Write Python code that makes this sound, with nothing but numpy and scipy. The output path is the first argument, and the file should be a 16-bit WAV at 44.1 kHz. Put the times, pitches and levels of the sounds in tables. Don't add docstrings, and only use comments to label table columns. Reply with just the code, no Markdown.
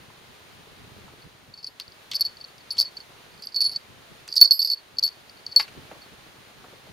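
import sys
import numpy as np
from scipy import signal
from scipy.fft import rfft, irfft
from scipy.io import wavfile
from scipy.ndimage import uniform_filter1d

SR = 44100
rng = np.random.default_rng(int(sys.argv[2]) if len(sys.argv) > 2 else 0)


def undo_db(level):
    steps = np.asarray(level, float) / 20
    return 10 ** steps


def put_to_file(sound):
    columns = np.atleast_2d(sound).T
    safe = np.clip(columns, -1, 1)
    whole_steps = np.round(safe * 32767)
    wavfile.write(sys.argv[1], SR, whole_steps.astype(np.int16))


N = 305454

# t/s, rumble level/dB, hiss level/dB
FLOOR_LEVELS = [(0.0, -58.5, -51), (0.5, -57, -51), (0.98, -53, -50.5), (1.66, -63, -55.5),
                (1.97, -62.5, -51.5), (3.26, -58.5, -50.5), (3.55, -63.5, -52.5), (3.95, -56.5, -51),
                (4.3, -59.5, -51), (4.44, -78, -58.5), (4.65, -71, -54), (5.03, -59, -52),
                (5.55, -63.5, -50.5), (5.77, -52, -49), (6.27, -59, -50.5), (6.93, -55.5, -50.5)]
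# f/Hz, density/dB
RUMBLE_SPECTRUM = [(12, -41.5), (20, -14), (118, 1), (258, -5.5), (329, -13), (362, -8), (500, -13),
                   (650, -41), (1100, -120)]
# f/Hz, density/dB
HISS_SPECTRUM = [(200, -10), (400, 1), (1000, 0.5), (2500, -2), (4200, -3.5), (5500, -11), (7000, -11.5),
                 (7800, -21.5), (8600, -12.5), (9500, -14.5), (12000, -17.5), (15500, -17)]
# f/Hz, correlation/1
CORRELATION = [(30, 0.36), (150, 0.35), (400, 0.24), (2000, 0.077), (6000, 0.29), (15000, .1)]
# t/s, level/dB
WOOD_KNOCKS = [(5.598, -28), (5.604, -37.5), (5.61, -38)]
# f/Hz, level re knock/dB, t60/s
WOOD_MODES = [(887, 7, 0.05), (1100, -3, 0.088), (1284, -6, 0.044), (1670, -5, 0.076), (2090, 4, 0.025),
              (2695, -6, 0.08), (3910, 5.5, 0.031)]
# t/s, rms level at start/dB, centre f/Hz, width/octaves
DULL_BUMPS = [(0.1, -50, 1000, 0.46), (1.079, -49, 1000, .6), (2.8, -42.5, 1000, 1.5),
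              (4.414, -28, 800, 2.6), (5.598, -26.5, 1919, 2.07), (5.679, -42, 1925, 1.78),
              (5.75, -48, 300, 1.9), (5.913, -37.5, 452, 2.7), (5.951, -45, 450, 1.5),
              (6.642, -39.5, 550, 1.6), (6.728, -44.5, 502, .84), (6.868, -48.5, 500, 1.3)]
# t/s, rms level at start/dB, centre f/Hz, width/octaves, t60/s
SCRATCHES = [(1.799, -23, 3800, .59, 0.017), (2.114, -25.5, 3780, .64, 0.055),
             (2.134, -31.5, 3280, 1.22, 0.051), (2.768, -38.5, 4000, 1.08, .14),
             (3.421, -43, 5960, 1.77, 0.024), (3.614, -41.5, 2680, 0.51, .031),
             (4.278, -34, 3550, 2.2, .026), (4.338, -40.5, 7960, 1.45, 0.016),
             (4.356, -35, 7086, 1.16, 0.024), (5.562, -22, 10900, 1.2, 0.011)]
# level re scratch/dB, centre f/Hz, width/octaves, t60/s
SCRATCH_EXTRAS = [(-15, 7800, 1.9, .02), (-23, 1500, 2.1, .08)]
# t/s, main ring level/dB, main t60/s, second ring level/dB, treble rings level/dB
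PELLET_STRIKES = [(1.219, -47, 0.068, -68, -80), (1.5385, -35.5, 0.089, -60, -77),
                  (1.566, -46.5, .06, -61, -78.5), (1.5754, -33.5, 0.029, -62, -74),
                  (1.5864, -38, 0.078, -62, -77), (1.6283, -37.5, 0.11, -42.5, -78.5),
                  (1.6438, -21, 0.02, -40.5, -71), (1.6657, -27.5, 0.019, -44, -56),
                  (1.6712, -25.5, 0.049, -47, -57), (1.8104, -33, 0.028, -53.5, -77),
                  (1.8184, -33, .025, -56, -75.5), (1.8792, -37.5, .03, -61, -81),
                  (1.9206, -43, 0.034, -50, -79), (2.1142, -28.5, 0.054, -58, -65),
                  (2.1436, -26, 0.11, -32, -51), (2.1531, -13.5, 0.031, -34.5, -38.5),
                  (2.1596, -20, .025, -24, -44), (2.1651, -15.5, .013, -29.5, -56.5),
                  (2.1681, -32, 0.087, -30, -54), (2.1955, -32.5, .4, -45, -50.5),
                  (2.2085, -8, 0.028, -32.5, -31), (2.214, -13.5, 0.13, -27.5, -47.5),
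                  (2.2439, -33.5, .2, -44, -58), (2.2499, -20.5, .34, -47, -47),
                  (2.2634, -18, 0.044, -51, -59), (2.2823, -39, 0.13, -56.5, -77),
                  (2.369, -40, .4, -61.5, -78), (2.4035, -42, .07, -65, -76),
                  (2.411, -29, 0.034, -57, -77.5), (2.4415, -33, 0.44, -54, -75),
                  (2.4819, -49, 0.092, -69, -78.5), (2.5811, -37.5, 0.016, -57.5, -79),
                  (2.606, -46, 0.044, -65.5, -82), (2.7054, -20.5, 0.029, -33, -55),
                  (2.7093, -15.5, .023, -33, -53.5), (2.7173, -24, 0.051, -41.5, -49),
                  (2.7323, -37, 0.24, -48.5, -56.5), (2.7812, -20.5, 0.34, -33, -43.5),
                  (2.7875, -9, .035, -22.5, -42.5), (2.7936, -9, 0.024, -33.5, -36.5),
                  (2.7997, -4.5, 0.42, -24, -27), (2.8096, -5.5, 0.013, -26, -36),
                  (2.8136, -11, 0.028, -21.5, -36.5), (2.8263, -18.5, .036, -36, -57.5),
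                  (2.8485, -32.5, .15, -58.5, -68.5), (2.9668, -37, .3, -48.5, -78),
                  (2.9703, -23, .03, -49, -75), (3.0032, -35, 0.064, -65.5, -74.5),
                  (3.316, -48, 0.043, -69, -79.5), (3.340, -47.5, .03, -62.5, -80),
                  (3.377, -47.5, 0.034, -65, -77), (3.395, -44, 0.049, -67, -82),
                  (3.4227, -29.5, 0.025, -42, -64), (3.451, -31.5, 0.02, -51, -59.5),
                  (3.4706, -17.5, .012, -45.5, -65), (3.4876, -31.5, 0.013, -46.5, -77.5),
                  (3.521, -42, 0.064, -47, -76.5), (3.544, -25, .17, -50.5, -58),
                  (3.5615, -11.5, 0.013, -29, -65), (3.5652, -16, 0.14, -45, -52),
                  (3.6054, -11.5, 0.057, -33, -43.5), (3.6146, -10.5, .03, -34, -36.5),
                  (3.6208, -9, 0.031, -38.5, -45), (3.6263, -21.5, .34, -45.5, -50),
                  (3.6412, -16.5, .12, -36.5, -42), (3.6507, -14.5, .14, -45, -49.5),
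                  (3.6618, -12, 0.089, -42, -42.5), (3.6941, -24.5, 0.053, -49.5, -54.5),
                  (3.7156, -28, 0.19, -44, -57), (3.7475, -31, 0.55, -51.5, -58.5),
                  (3.7599, -17.5, 0.033, -54.5, -66.5), (4.2875, -26.5, 0.015, -40, -68.5),
                  (4.3017, -37.5, 0.029, -43, -67.5), (4.317, -39.5, .13, -42, -69),
                  (4.3257, -16, .019, -40.5, -67.5), (4.3401, -22.5, 0.021, -37, -65.5),
                  (4.3564, -25, 0.045, -30, -59.5), (4.3624, -17, 0.8, -17, -41),
                  (4.3724, -3, .009, -40, -45.5), (4.3774, -11, .19, -20, -43),
                  (4.3893, -17, 0.11, -45.5, -46), (4.407, -27.5, 0.35, -28, -38),
                  (4.4135, 10.5, .13, -23.5, -36), (4.429, -6, .022, -22.5, -32),
                  (4.4363, -9.5, .045, -26, -37), (4.4449, -10, 0.23, -24, -42),
                  (4.4559, -6, .032, -30, -53), (4.4748, -19.5, .04, -36.5, -57),
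                  (4.5088, -3, 0.057, -33, -34.5), (4.5127, -6.5, 0.28, -22, -39),
                  (4.5195, -6.5, .04, -23.5, -39.5), (4.5256, -16, 0.12, -27, -35),
                  (4.5921, -12.5, 0.13, -34, -36.5), (4.6035, -16, .055, -41, -40),
                  (4.6163, -15, 0.043, -21.5, -56.5), (4.6277, -10.5, 0.027, -34.5, -48),
                  (4.6471, -14, 0.058, -23, -41.5), (4.6737, -12.5, .015, -32, -38),
                  (4.6771, -22, .4, -31.5, -46), (4.7003, -11.5, 0.037, -30.5, -48),
                  (4.7138, -15.5, 0.14, -31.5, -44), (4.7333, -13, 0.047, -47.5, -51.5),
                  (4.7722, -36.5, .089, -63.5, -79.5), (4.9697, -33, 0.023, -75, -74.5),
                  (4.9847, -13, 0.36, -42, -49.5), (4.9931, -12.5, 0.013, -47, -66.5),
                  (5.0247, -30.5, 0.73, -43, -57.5), (5.0275, -11.5, .05, -31.5, -53.5),
                  (5.0365, -6.5, .02, -35, -42), (5.0405, -12.5, 0.12, -35.5, -38),
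                  (5.047, -13, .07, -51, -39.5), (5.064, -17, 0.049, -40.5, -53),
                  (5.077, -20, .047, -51.5, -62), (5.0875, -28, 0.032, -50, -70.5),
                  (5.0914, -45, 0.27, -61.5, -74.5), (5.1259, -48.5, .25, -66.5, -78),
                  (5.2955, -36, .03, -47.5, -67), (5.371, -47, 0.056, -68, -80),
                  (5.392, -46, .03, -66, -80), (5.4648, -21.5, .03, -49.5, -65),
                  (5.491, -47, .17, -59.5, -78), (5.515, -36, .03, -58, -77),
                  (5.5215, -29.5, 0.13, -52, -72), (5.5616, -1.5, 0.091, -51, -38.5),
                  (5.593, -20, 0.45, -25, -47), (5.6112, -22, 0.036, -30, -54),
                  (5.6297, -29.5, 0.058, -53.5, -59.5), (6.0163, -43.5, .13, -60, -77)]
# t/s, main ring loss/dB
RING_DROPS = [(1.548, 11.5), (1.683, 6), (2.2254, 21), (2.2728, 9.5), (2.3741, 15.5), (2.4493, 25),
              (2.8018, 20), (3.675, 7), (4.382, 18), (4.9881, 42), (5.0006, 20), (5.0311, 33), (5.4681, 15),
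              (5.3049, 20), (1.8827, 18), (1.924, 16), (5.5306, 11.5), (5.581, 8), (4.6657, 12),
              (4.7472, 14), (5.662, 20), (1.6902, 13.5), (4.5856, 4)]
# start t/s, end t/s
NUDGE_FREE_SPELLS = [(3.566, 3.604), (4.414, 4.428), (4.527, 4.585), (4.984, 5.04), (5.562, 5.58)]
# t/s, left minus right level/dB, mean lower minus upper treble ring level/dB,
# top mode minus main ring level/dB
BELL_SWING = [(1.6, 1.5, 3, -45.5), (2.15, 1.5, -9.5, -45.5), (2.22, 1, 0, -44.5), (2.699, 3, 16.5, -45),
              (2.82, 1, -2.5, -45), (3.0, -3, -0.5, -46.5), (3.56, -3.5, -2, -44), (3.68, -1, 15.5, -46),
              (3.749, -1.5, -10, -45.5), (4.36, -3, -7.5, -45), (4.41, -6, 17, -46), (4.44, -6, -5.5, -46),
              (4.52, -3.5, -10, -46), (4.721, -1.5, -11, -40), (5.0, 2, -14.5, -24), (5.06, 2.5, 1, -28),
              (5.41, -0.5, 0.5, -32), (5.56, 3.5, -3, -27.5), (6.0, -2.5, 0.5, -30)]
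SHELL_MODE_HZ = [4885, 4965, 10620, 11755, 7855, 8400, 9370, 545, 13150]
# level re driving column/dB, longest t60/s
SHELL_MODES = [(-1, 0.39), (-9, 0.06), (3.5, 0.2), (4.5, 0.21), (-18, .15), (-41, 0.11), (-41, 0.059),
               (-41.5, .12), (0, 0.027)]
SHELL_DRIVER = [3, 3, 4, 5, 5, 1, 1, 1, 6]


def rms_one(x):
    return x / np.sqrt(np.mean(x ** 2) + 1e-20)


def in_time(rows):
    s, *columns = np.transpose(rows)
    return [np.interp(np.arange(N) / SR, s, c) for c in columns]


def at_hz(points, hz):
    points_hz, values = np.transpose(points)
    return np.interp(np.log(hz), np.log(points_hz), values)


def drift(rate_hz, step=40):
    r = np.exp(-2 * np.pi * step * rate_hz / SR)
    noise = rng.standard_normal(N // step + 2002)
    slow = signal.lfilter([1], [1, -2 * r, r * r], noise)[2000:]
    return np.interp(np.arange(N) / step, np.arange(len(slow)), rms_one(slow))


def band(x, low_hz, high_hz):
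    edges_hz = np.clip([low_hz, high_hz], 10, .47 * SR)
    return signal.sosfilt(signal.butter(2, edges_hz, "band", fs=SR, output="sos"), x)


def coloured(spectrum, patchy_db, flicker_hz):
    hz = np.maximum(np.arange(N // 2 + 1) * SR / N, 1)
    mid, side = rfft(rng.standard_normal((2, N)))
    alike = np.clip(at_hz(CORRELATION, hz), 0, 1)
    both = np.sqrt(1 + alike) * mid + np.sqrt(1 - alike) * side * [[1], [-1]]
    noise = irfft(both * undo_db(at_hz(spectrum, hz)), N)
    return rms_one(noise * undo_db(patchy_db * drift(flicker_hz)))


def pops():
    rate_per_s = 40
    size_db = 3 * np.minimum(rng.exponential(1, (3, N)), 3)
    born = (rng.random((3, N)) < rate_per_s / SR) * undo_db(size_db)
    return rms_one(band(born[0] + 0.68 * born[1:], 56.0, 450))


def floor_noise():
    rumble_db, hiss_db = in_time(FLOOR_LEVELS)
    rumble = coloured(RUMBLE_SPECTRUM, patchy_db=4.5, flicker_hz=18.0) + undo_db(-3.5) * pops()
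    hiss = coloured(HISS_SPECTRUM, patchy_db=0.4, flicker_hz=9.06)
    return undo_db(rumble_db) * rumble + undo_db(hiss_db) * hiss


def room(x):
    t60_s, gap_s = 0.246, .003
    t = np.arange(int(.3 * SR)) / SR
    tail = rng.standard_normal((2, len(t))) * undo_db(-60 * t / t60_s) * (t > gap_s)
    tail /= np.sqrt(np.sum(tail ** 2, axis=1, keepdims=True))
    return signal.fftconvolve(x[None], tail, axes=1)[:, :N]


def knocks():
    out = np.zeros(N)
    s, knock_db = np.transpose(WOOD_KNOCKS)
    at = (s * SR).astype(int)
    for hz, level_db, t60_s in WOOD_MODES:
        clicks = np.full(N, 1e-18)
        clicks[at] = undo_db(knock_db + level_db + rng.normal(0, 0.8, len(at)))
        r, w = undo_db(-60 / (t60_s * SR)), 2 * np.pi * hz / SR
        out += signal.lfilter([0, np.sin(w)], [1, -2 * r * np.cos(w), r * r], clicks)
    return band(out, 1070, 5300)


def puffs(rows):
    out = np.zeros(N)
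    t = np.arange(int(.2 * SR)) / SR
    for s, start_db, hz, octaves, t60_s in rows:
        at = int(s * SR)
        half = 2 ** (octaves / 2)
        puff = rms_one(band(rng.standard_normal(len(t)), hz / half, hz * half))
        out[at:at + len(t)] += (puff * undo_db(start_db - 60 * t / t60_s))[:N - at]
    return out


def bumps():
    t60_s = 0.0764
    return puffs([(*bump, t60_s) for bump in DULL_BUMPS])


def scratches():
    extras = [(row[0], row[1] + db, *shape) for row in SCRATCHES for db, *shape in SCRATCH_EXTRAS]
    return puffs(list(SCRATCHES) + extras)


def left_at(rows, s):
    shell_t60_s = 0.18
    before = rows[np.maximum(np.searchsorted(rows[:, 0], s) - 1, 0)]
    since = s - before[:, 0]
    main_t60 = before[:, 2]
    shell_db = before[:, 3:] - 60 * (since / np.minimum(shell_t60_s, 10.0 * main_t60))[:, None]
    return before[:, 1] - 60 * since / main_t60, main_t60, shell_db


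def joined(rows, *columns):
    rows = np.r_[rows, np.column_stack(columns)]
    return rows[np.argsort(rows[:, 0])]


def add_drops(rows):
    dropped_t60_s, shell_share = .2, 0.55
    s, loss_db = np.transpose(RING_DROPS)
    main_db, _, shell_db = left_at(rows, s)
    shell_db = shell_db - shell_share * loss_db[:, None]
    return joined(rows, s, main_db - loss_db, np.full(len(s), dropped_t60_s), shell_db)


def add_nudges(rows):
    count, main_mean_db, main_spread_db = 260, -2, 3.0
    shell_mean_db, shell_spread_db = -3.5, 5.5
    s = rng.uniform(1.55, 6.1, count)
    s = s[np.searchsorted(np.ravel(NUDGE_FREE_SPELLS), s) % 2 == 0]
    jump = rng.standard_normal((len(s), 3))
    main_db, t60, shell_db = left_at(rows, s)
    main_db = main_db + main_mean_db + main_spread_db * jump[:, 0]
    shell_db = shell_db + shell_mean_db + shell_spread_db * jump[:, 1:]
    return joined(rows, s, main_db, t60, shell_db)


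def touches():
    treble_spread_db = 5
    rows = np.array(sorted(PELLET_STRIKES))
    rows[:, 2] = np.clip(rows[:, 2], .005, 1)
    rows = add_nudges(add_drops(rows))
    s, _, tilt_db, top_db = np.transpose(BELL_SWING)
    tilt_db = np.interp(rows[:, 0], s, tilt_db) + rng.normal(0, treble_spread_db, len(rows))
    top_db = rows[:, 1] + np.interp(rows[:, 0], s, top_db)
    return np.c_[rows[:, :4], rows[:, 4] + tilt_db / 2, rows[:, 4] - tilt_db / 2, top_db]


def change(rows, level_db, t60):
    gap_s = np.r_[np.diff(rows[:, 0]), 0]
    left_db = np.r_[-99, (level_db - 60 * gap_s / t60)[:-1]]
    return 1 - undo_db(-np.abs(level_db - left_db))


def mode(rows, last, since, hz, level_db, t60, touch_s):
    turn = np.pi * rng.uniform(-1, 1, len(rows))
    phase = np.cumsum(turn * change(rows, level_db, t60) ** 0.63)
    state = undo_db(level_db[last] - 60 * since / t60[last]) * np.exp(1j * phase[last])
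    state = (last >= 0) * state
    r = np.exp(-1 / (touch_s * SR))
    return signal.lfilter([1 - r], [1, -r], state) * np.exp(2j * np.pi * np.cumsum(hz) / SR)


def main_ring(rows, last, since, hard, t60):
    loose_hz, stiffen_hz, loose_t60_s = 4434, 197.5, 0.021
    press_hz, press_s = 1000, 0.00044
    rising = np.r_[True, np.diff(rows[:, 1]) > -3]
    hz = loose_hz + stiffen_hz * np.exp(-t60[last] / loose_t60_s)
    hz += press_hz * (hard * rising)[last] * np.exp(-since / press_s)
    return mode(rows, last, since, hz, rows[:, 1], t60, touch_s=0.00058)


def shell_rings(rows, last, since, apart, t60, rough):
    crowded_share = 0.43
    out = np.zeros((2, N))
    turning = .4 + .25 * drift(5.0)
    for hz, (level_db, longest_s), column in zip(SHELL_MODE_HZ, SHELL_MODES, SHELL_DRIVER):
        mode_t60 = np.minimum(longest_s * (crowded_share + (1 - crowded_share) * apart), 6.7 * t60)
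        ring = mode(rows, last, since, np.full(N, hz), rows[:, column] + level_db, mode_t60, 0.00073)
        side_phase = turning * (hz / 11000) ** 2 * [[1], [-1]]
        out += np.real(ring * rough * np.exp(1j * side_phase))
    return out


def rolling(last, since, free):
    depth = (1 - free[last]) * undo_db(-7.0 - 60 * since / 0.25)
    noise = drift(260, step=4) + 1j * drift(220, step=4)
    return uniform_filter1d(depth, size=60) * noise * np.exp(2j * np.pi * 150.0 * np.arange(N) / SR)


def touch_ticks(rows, hard):
    at, ticks = (rows[:, 0] * SR).astype(int), np.zeros((2, N))
    ticks[0, at] = hard * undo_db(rows[:, 1] + 8.2 * rng.random(len(rows)))
    ticks[1, at] = hard * np.hypot(undo_db(rows[:, 4]), undo_db(rows[:, 5]))
    decay = np.exp(-1 / (0.0012 * SR))
    burst = signal.lfilter([1], [1, -decay], ticks + 1e-18) * rng.standard_normal(N)
    return undo_db(-18.0) * band(burst[0], 4900, 7025) + undo_db(1.5) * band(burst[1], 6780, 16520)


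def grains(rate_per_s):
    return (rng.random(N) < rate_per_s / SR) * rng.standard_normal(N)


def rattle(rows, last, since, free, t60):
    level = (last >= 0) * undo_db(rows[last, 1] - 60 * since / t60[last]) * (1 - free[last])
    return undo_db(-2.5) * band(band(grains(900.0) * level, 3950, 5300), 3950, 5300)


def bounces(rows, last, since, apart):
    level = (last >= 0) * undo_db(rows[last, 3] - 60 * since / 0.18) * (1 - 0.67 * apart[last])
    hits = grains(1500.0) * level
    mid = undo_db(21.5) * band(band(hits, 4100, 5480), 3800, 5550)
    return mid + undo_db(-1.0) * band(hits * rng.choice([-1, 1], (2, N)), 6040, 16500)


def bell():
    rows, t = touches(), np.arange(N) / SR
    last = np.searchsorted(rows[:, 0], t) - 1
    since = np.maximum(t - rows[last, 0], 0)
    t60 = np.clip(rows[:, 2], .005, 1)
    hard = change(rows, rows[:, 1], t60)
    apart = 1 / (1 + (.016 / np.r_[np.diff(rows[:, 0]) + 1e-4, 1]) ** 4)
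    free = np.clip(0.1 * hard + 2.1 * undo_db(rows[:, 1]) + 0.36 * apart, 0, .95)
    rough = 1 + rolling(last, since, free)
    out = np.real(main_ring(rows, last, since, hard, t60) * rough)
    out = out + shell_rings(rows, last, since, apart, t60, rough)
    out += touch_ticks(rows, hard) + rattle(rows, last, since, free, t60)
    return out + bounces(rows, last, since, apart)


def scene():
    pan_db = in_time(BELL_SWING)[0]
    floor = floor_noise()
    hits = knocks() + bumps() + scratches()
    ring = bell()
    near = ring * undo_db(pan_db * [[.5], [-.5]]) + hits
    return near + undo_db(-25.5) * room(ring.mean(axis=0)) + undo_db(-12.0) * room(hits) + floor


def roll_off(x):
    return signal.sosfilt(signal.butter(12, 15640, fs=SR, output="sos"), x)


def record(dry):
    limit, stop_hz = .9, 16700
    bent = dry - 0.054 * np.clip(dry, -1.2, 1.2) ** 3
    clipped = limit * np.tanh((np.abs(bent) / limit) ** 2) ** .5 * np.sign(bent)
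    mix = signal.sosfilt(signal.cheby2(10, 50, stop_hz, fs=SR, output="sos"), clipped)
    return roll_off(mix)


dry = scene()
out = record(dry)
put_to_file(out)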